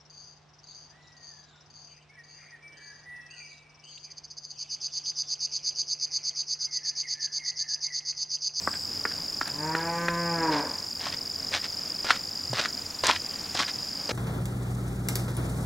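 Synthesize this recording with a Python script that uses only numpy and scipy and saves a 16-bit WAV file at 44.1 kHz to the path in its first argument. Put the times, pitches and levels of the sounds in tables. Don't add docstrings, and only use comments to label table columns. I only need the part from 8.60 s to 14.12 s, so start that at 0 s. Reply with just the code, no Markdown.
import sys
import numpy as np
from scipy import signal
from scipy.fft import rfft, irfft
from scipy.io import wavfile
from scipy.ndimage import uniform_filter1d

SR = 44100
rng = np.random.default_rng(int(sys.argv[2]) if len(sys.argv) > 2 else 0)


def digitize_waveform(pressure):
    field = np.atleast_2d(pressure).T
    bounded = np.clip(field, -1, 1)
    quanta = np.round(bounded * 32767).astype(np.int16)
    wavfile.write(sys.argv[1], SR, quanta)


N = 243413
TIME = np.arange(N) / SR


def undb(db):
    return 10 ** (np.asarray(db) / 20)


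def unit(x):
    return x / np.sqrt(np.mean(x ** 2))


def gain_at(hz, spectrum):
    f, db = np.transpose(spectrum)
    return undb(np.interp(np.log(np.maximum(hz, 1)), np.log(f), db))


def colour(x, spectrum):
    gain = gain_at(np.fft.rfftfreq(len(x), 1 / SR), spectrum)
    return unit(irfft(rfft(x) * gain, len(x)))


def band(x, lo_hz, hi_hz, order=2):
    edges = [lo_hz, min(hi_hz, SR / 2 - 1000)]
    return signal.sosfilt(signal.butter(order, edges, "band", fs=SR, output="sos"), x)


def noise(size=N):
    return rng.standard_normal(size)


def walk(rate):
    k = max(int(SR / rate), 1)
    steps = noise()[np.arange(N) // k]
    return unit(uniform_filter1d(uniform_filter1d(steps, k), k))


def fade(t, t60):
    return np.exp(-np.log(1000) * t / t60)


def hump(s, half_s):
    return np.exp(-((TIME - s) / half_s) ** 2)


def resonance(hz, centre_hz, width_hz):
    return 1 / np.sqrt(1 + (2 * (hz - centre_hz) / width_hz) ** 2)


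def add(out, s, sound):
    i = int(s * SR)
    if 0 <= i < N:
        out[i:i + len(sound)] += sound[:N - i]


def scatter(x, t60, lo_hz, hi_hz):
    t = TIME[:SR]
    tail = band(noise(SR), lo_hz, hi_hz) * fade(t, t60) * (1 - np.exp(-t / 0.0033))
    return signal.fftconvolve(x, tail / np.linalg.norm(tail))[:N]


# (f/Hz, level/dB)
AIR_COLOUR = [(20, -11), (60, -12), (87, -4.5), (115, -3.5), (180, -1.5), (230, -2), (290, -2.5),
              (390, -7.5), (800, -9), (1600, -14), (3200, -18.5), (6000, -17), (9000, -30), (15000, -56)]
AIR_FLUTTER_DB = 1.3


def village():
    air = colour(noise(), AIR_COLOUR) * undb(-45.0 + .5 * walk(2.6) + AIR_FLUTTER_DB * walk(14))
    drone = unit(band(noise(), 79.3, 92.6)) * undb(-55.0 + 2 * walk(1.94))
    overtone = unit(band(noise(), 274, 303.0)) * undb(-64.0 + 2 * walk(1.23))
    return air + drone + overtone


# (f/Hz, level/dB)
CHORUS_COLOUR = [(3900, -36), (4400, -4), (4800, 0.5), (5300, 2.5), (5700, -1.5), (6100, -14), (6600, -1.5),
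                 (7150, -4), (7450, -12), (7800, -28), (10000, -63)]
CHORUS_WAVE_DB, WAVE_DEPTH_DB, WAVE_CREST_S, WAVE_PERIOD_S = -53.5, 2, 1.33, 2.8


def chorus():
    steady = colour(noise(), CHORUS_COLOUR) * undb(-46.0 + .5 * walk(1.0) + 2.1 * walk(120))
    wave = np.cos(2 * np.pi * (TIME - WAVE_CREST_S) / WAVE_PERIOD_S)
    shrill_db = CHORUS_WAVE_DB + WAVE_DEPTH_DB * wave + 2.0 * walk(130)
    return steady + unit(band(noise(), 6950, 7420, order=3)) * undb(shrill_db)


# (delay t/s, ring f/Hz before each insect's tuning, level/dB)
RIBS = [(.0006, 5230, -8), (.0028, 5000, -1), (.0058, 4980, -2.5), (.0076, 4800, 1.5)]
RIB_SCATTER_DB = 1.2
# (t/s, half length t/s, near one's level change/dB)
FALTERS = [(1.464, 0.1, -12), (4.288, 0.082, 0)]
PAIRS_PER_S, DRIFT_PER_S, PAIR_JITTER_S = 22.9, 1.4, .0008


def tymbals(tune, haste=1, sag=1.7, gap=.0168, ring=0.0049):
    cycles = haste * np.cumsum(PAIRS_PER_S + DRIFT_PER_S * walk(3)) / SR
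    chance = rng.standard_normal((160, 2, len(RIBS), 3))
    late, start = noise(len(chance)), rng.random()
    t = TIME[:int(ring * SR)]
    swell = np.sin(np.pi * t / ring) ** 2
    falling_t = t * (1 + sag * (ring - t))
    out = np.zeros(N)
    for k in range(min(int(cycles[-1]), len(chance))):
        s = np.searchsorted(cycles, k + start) / SR + PAIR_JITTER_S * late[k]
        faltering = any(abs(s - middle) < half for middle, half, _ in FALTERS)
        for side in range(1 if faltering else 2):
            for (delay, hz, rib_db), (detune, size, turn) in zip(RIBS, chance[k, side]):
                phase = 2 * np.pi * hz * tune * (1 + 0.0062 * detune) * falling_t + np.pi * turn
                click = undb(rib_db + RIB_SCATTER_DB * size) * swell * np.sin(phase)
                add(out, s + side * gap + delay, click)
    return out


# (start t/s, end t/s, level/dB)
BOUTS = [(0, 0.764, -31), (1.43, 1.953, -30.5), (2.77, 3.506, -31.5), (5.005, 5.52, -34)]
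BOUT_FADE_S = 0.16
NEAR_DB = -27.5


def cicadas():
    near = tymbals(tune=1.0113) * undb(NEAR_DB + sum(db * hump(s, half) for s, half, db in FALTERS))
    bouts = np.zeros(N)
    for start, end, db in BOUTS:
        corners = [start - BOUT_FADE_S, start, end, end + BOUT_FADE_S]
        bouts += undb(db) * np.interp(TIME, corners, [0, 1, 1, 0])
    second = tymbals(tune=1.025) * bouts
    shrill = tymbals(tune=1.58, haste=2.4) * undb(np.interp(TIME, [.25, .29], [-46, -120]))
    song = near + second + shrill
    return song + undb(-19.0) * scatter(song, 0.15, 3100, 10200)


MOO_START_S, MOO_TOP_S, MOO_END_S = .88, 1.53, 2.11
START_HZ, TOP_PITCH_HZ, END_HZ, ARCH_POWER = 134.1, 171.35, 118.7, 2.75
MOO_DB, SWELL_DB_PER_S, SILENT_DB, ATTACK_S, RELEASE_S = -30.5, 4, -20.5, .16, .15
OPEN_S, OPEN_HALF_S, OPEN_BRIGHT_DB, CLOSED_BRIGHT_DB = 1.255, 0.14, 3, -1
EASE_S, EASE_HALF_S, EASE_DB = 1.196, .045, -3
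PUSH_S, PUSH_HALF_S, PUSH_DB, PUSH_DULL_DB = 1.91, 0.047, 3.5, 6
PRESS_S, PRESS_RISE_S, PRESSED_DB = 1.82, 0.022, 12
CLEAR_ROUGH, SLACK_ROUGH = 0.073, 0.57


def moo_gesture():
    rise = np.clip((MOO_TOP_S - TIME) / (MOO_TOP_S - MOO_START_S), 0, 1) ** ARCH_POWER
    fall = np.clip((TIME - MOO_TOP_S) / (MOO_END_S - MOO_TOP_S), 0, 1) ** ARCH_POWER
    hz = TOP_PITCH_HZ + (START_HZ - TOP_PITCH_HZ) * rise + (END_HZ - TOP_PITCH_HZ) * fall
    attack, release = (TIME - MOO_START_S) / ATTACK_S, (MOO_END_S - TIME) / RELEASE_S
    held = np.clip(np.minimum(attack, release), 0, 1)
    push = hump(PUSH_S, PUSH_HALF_S)
    db = MOO_DB + SWELL_DB_PER_S * (TIME - MOO_TOP_S) + SILENT_DB * (1 - held)
    db = db + EASE_DB * hump(EASE_S, EASE_HALF_S) + PUSH_DB * push
    bright_db = CLOSED_BRIGHT_DB + OPEN_BRIGHT_DB * hump(OPEN_S, OPEN_HALF_S) - PUSH_DULL_DB * push
    pressed_db = PRESSED_DB * (1 + np.tanh((TIME - PRESS_S) / PRESS_RISE_S)) / 2
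    return hz, db, CLEAR_ROUGH + SLACK_ROUGH * fall, bright_db, pressed_db


# (f/Hz, level/dB)
THROAT = [(90, 13), (160, 2), (310, 3), (400, -7.5), (560, 0), (690, -14), (880, -4.5), (1150, -8),
          (1360, -14.5), (1560, -6), (1800, -8.5), (2050, -16), (2420, -16), (2700, -24), (4500, -48)]
# (t/s, f/Hz)
EMPHASIS = [(1.0, 950), (1.146, 940), (1.252, 840), (1.4, 880), (1.504, 1010), (1.604, 1000), (1.676, 820),
            (1.802, 955), (2.06, 950)]
EMPHASIS_WIDTH_HZ, EMPHASIS_DB = 49, 10.5
# (delay t/s, level/dB)
WALL_ECHOES = [(.037, -11.5), (.083, -17), (.17, -20)]


def cow():
    hz, db, rough, bright_db, pressed_db = moo_gesture()
    wobble = 0.0018 * walk(25.1) + 0.022 * rough * walk(110)
    phase = 2 * np.pi * np.cumsum(hz * (1 + wobble)) / SR
    emphasis_hz = np.interp(TIME, *np.transpose(EMPHASIS))
    voice, power = 0, 0
    for k in np.arange(1, 23):
        tilt_db = bright_db * np.clip(np.log2(k) / 2, 0, 2) - pressed_db * (k == 1)
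        gain = gain_at(k * hz, THROAT) * undb(tilt_db)
        gain = gain * (1 + (undb(EMPHASIS_DB) - 1) * resonance(k * hz, emphasis_hz, EMPHASIS_WIDTH_HZ))
        voice = voice + gain * np.cos(k * phase + rng.uniform(0, 4.3))
        power = power + gain ** 2 / 2
    rush = colour(noise(), THROAT[1:])
    rush = unit(band(rush, 310, 5000) + 2.4 * band(rush, 980, 990)) * (1 + np.cos(phase))
    unevenness = 1 + rough * (0.2 * np.cos(phase / 2) + .5 * walk(70))
    voice = voice / np.sqrt(power) * unevenness + 0.78 * rough * rush
    sounding = uniform_filter1d(1. * ((TIME > MOO_START_S) & (TIME < MOO_END_S)), size=800)
    call = voice * undb(db) * sounding
    upper = band(call, 900, 4600, order=1)
    echoes = sum(undb(echo_db) * np.interp(TIME - delay, TIME, upper) for delay, echo_db in WALL_ECHOES)
    return call + echoes + undb(-11.5) * scatter(call, 0.6, 430, 2150)


SWISH_AFTER_S, SWISH_HALF_S, SWISH_DB = 0.4, 0.23, -28.5


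def trousers():
    swing = np.zeros(N)
    for s, _, _, _, _, grit_db, _, _, _ in PATH_STEPS:
        swing += undb(grit_db + SWISH_DB) * hump(s + SWISH_AFTER_S, SWISH_HALF_S)
    return swing * unit(band(noise(), 1000, 4100, order=1)) * undb(2 * walk(90))


# (t/s, length t/s, f/Hz, level/dB)
BUMPS = [(1.473, 0.14, 52.4, -47), (3.895, 0.066, 125.4, -29)]


def thump():
    out = np.zeros(N)
    for s, length, hz, db in BUMPS:
        u = np.clip((TIME - s) / length, 0, 1)
        envelope = np.sqrt(np.abs(np.sin(np.pi * u))) * (1 - u / 2)
        out += undb(db) * envelope * np.sin(2 * np.pi * hz * (TIME - s))
    return out


# (t/s, approximate peak level/dB, f/Hz)
STONE_SNAPS = [(0.878, -20.5, 7840), (1.192, -23, 3000), (2.406, -24, 3000), (2.524, -17, 2650),
               (2.939, -8, 2980), (4.013, -12.5, 3786), (4.057, -9, 1900), (4.445, -9, 5140),
               (4.468, -3, 6200), (4.5108, -3.5, 3500), (4.562, -12, 3000), (5.031, -13, 2480)]


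def stones(crest_db=11.5):
    out, t = np.zeros(N), TIME[:SR // 10]
    for s, db, hz in STONE_SNAPS:
        snap = unit(band(noise(len(t)), hz * 0.58, hz * 1.25)) * fade(t, 0.02)
        add(out, s, undb(db - crest_db) * snap)
    return out


# (multiple of the hollow ring, t60 t/s, level/dB)
SOLE_MODES = [(.66, 0.0066, -18), (1, 0.014, 4), (1.2, 0.0031, 1), (1.55, 0.015, -8)]
SOLE_DETUNE = .015


def slap(db, hz, crack_db, thud_db):
    t = TIME[:SR // 10]
    ring = np.zeros(len(t))
    for ratio, t60, mode_db in SOLE_MODES:
        mode_hz = hz * ratio * (1 + SOLE_DETUNE * rng.standard_normal())
        ring += undb(mode_db) * fade(t, t60) * np.sin(2 * np.pi * mode_hz * t)
    ring = 0.65 * band(ring, hz * .5, hz * 1.74, order=3)
    rattle = 0.31 * unit(band(noise(len(t)), hz * 0.84, hz * 1.4, order=3)) * fade(t, 0.038)
    crack = 0.38 * undb(crack_db) * unit(band(noise(len(t)), 2600, 5300)) * fade(t, 0.054)
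    thud = 0.54 * undb(thud_db) * unit(band(noise(len(t)), 170, 510)) * fade(t, 0.03)
    onset = 1 - np.exp(-t / 0.00062)
    return undb(db) * (ring + rattle + crack + thud) * onset


# (f/Hz, level/dB)
HEEL_COLOUR = [(25, -22), (70, -16), (220, -3.5), (550, 0.5), (1000, -1.5), (2000, -12.5), (4500, -10),
               (8000, -20), (15000, -48)]
HEEL_HZ = 570


def heel(db, knock_db=-6, thud_db=-4):
    t = TIME[:SR // 10]
    knock = undb(knock_db) * colour(noise(len(t)), HEEL_COLOUR) * fade(t, 0.039)
    thud = undb(thud_db) * np.sin(2 * np.pi * HEEL_HZ * t) * fade(t, 0.016)
    return undb(db) * (knock + thud)


# (f/Hz, level/dB)
GRIT_COLOUR = [(100, -14), (300, -12.5), (600, -4), (1100, -3.5), (1700, 0), (2700, -3.5), (4000, -2),
               (5500, -5.5), (7500, -15.5), (10000, -26), (15000, -70)]


def scuff(rise_s, fall_s, db, bright_db, hz, edge_db=12, lift_db=22, grain_db=3.5, crowd_db=3.0, ring_db=6):
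    t = TIME[:SR // 3]
    crowds = np.repeat(noise(len(t)), 96)[:len(t)]
    sizes_db = crowd_db * np.minimum(crowds, 1) + grain_db * np.minimum(rng.exponential(size=len(t)), 3.5)
    grains = np.sign(noise(len(t))) * (rng.random(len(t)) < .04) * undb(sizes_db)
    crunch = unit(band(colour(grains, GRIT_COLOUR), hz * 0.079, 16000, order=1))
    sharp = crunch - signal.sosfiltfilt(signal.butter(1, 2500, fs=SR, output="sos"), crunch)
    hollow = band(crunch, hz * 0.99, hz * 1.015, order=1)
    scrape = unit(crunch + (undb(bright_db) - 1) * sharp + undb(ring_db) * hollow)
    weight_db = np.interp(t, [0, rise_s, rise_s + fall_s], [-edge_db, 0, -lift_db])
    contact = uniform_filter1d(1. * (t < rise_s + fall_s), size=200, mode="constant")
    return contact * undb(db + weight_db) * scrape


# (t/s, slap level/dB, hollow ring f/Hz, crack level/dB re the slap,
# slide level/dB)
STAIR_STEPS = [(0.0741, -11.5, 1230, -33, -38), (.452, -11.5, 1415, -25, -40),
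               (0.8124, -14, 1340, -12, -34.5), (1.1499, -11.5, 1470, -11.5, -42),
               (1.4831, -10.5, 1600, -14, -42)]
STAIR_THUD_DB, SLIDE_AFTER_S, SLIDE_BRIGHT_DB, SLIDE_HZ = -6.5, .065, -13, 1600


def stairs(rise_s=0.022, fall_s=0.041):
    out = np.zeros(N)
    for s, db, hz, crack_db, slide_db in STAIR_STEPS:
        add(out, s, slap(db, hz, crack_db, STAIR_THUD_DB))
        slide = scuff(rise_s, fall_s, slide_db, SLIDE_BRIGHT_DB, SLIDE_HZ)
        add(out, s + SLIDE_AFTER_S - rise_s, slide)
    return out


# (heel lands t/s, sole lands t/s later, toe grinds t/s after the heel,
# heel level/dB, slap level/dB, grit level/dB, toe level/dB, grit brightness level/dB, hollow ring f/Hz)
PATH_STEPS = [(1.901, 0.044, 0.095, -40, -34, -33, -37, -1, 2180),
              (2.395, .072, 0.15, -37, -20.5, -33.5, -37, 0, 1084),
              (2.918, 0.03, 0.14, -31, -17, -23.5, -33, 0.5, 1833),
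              (3.445, 0.06, 0.12, -20, -3, -25.5, -35.5, -5, 1397),
              (3.9317, 0.066, 0.13, -19, -33, -25, -30.5, -3, 1240),
              (4.437, .06, .125, -14, -8, -20, -30.5, -6, 1019),
              (4.9481, 0.054, .15, -17, -17.5, -24, -30, 3, 1124),
              (5.492, 0.019, 0.11, -15.5, -34, -27.5, -30, -4, 1300)]
SOLE_THUD_DB = -3
CRUNCH_S, TOE_RISE_S, TOE_FALL_S, TOE_BRIGHT_DB, TOE_HZ = 0.06, .035, 0.016, 3.5, 1900


def path(crack_db=-7):
    out = np.zeros(N)
    for s, sole_s, toe_s, heel_db, slap_db, grit_db, toe_db, bright_db, hz in PATH_STEPS:
        add(out, s, heel(heel_db))
        add(out, s, scuff(sole_s, CRUNCH_S, grit_db, bright_db, hz))
        thud_db = heel_db + SOLE_THUD_DB - slap_db
        add(out, s + sole_s, slap(slap_db, hz, crack_db, thud_db))
        toe = scuff(TOE_RISE_S, TOE_FALL_S, toe_db, TOE_BRIGHT_DB, TOE_HZ)
        add(out, s + toe_s - TOE_RISE_S, toe)
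    return out


def walker():
    steps = trousers() + thump() + stones() + stairs() + path()
    return steps + undb(-21.0) * scatter(steps, 0.16, 320, 3600)


def scene():
    return np.tile(village() + chorus() + cicadas() + cow() + walker(), (2, 1))


TOP_HZ = 15780


def record(dry):
    hiss = undb(-47.5) * rng.standard_normal((2, N))
    return signal.sosfilt(signal.ellip(10, .2, 80, TOP_HZ, fs=SR, output="sos"), dry + hiss)


dry = scene()
out = record(dry)
digitize_waveform(out)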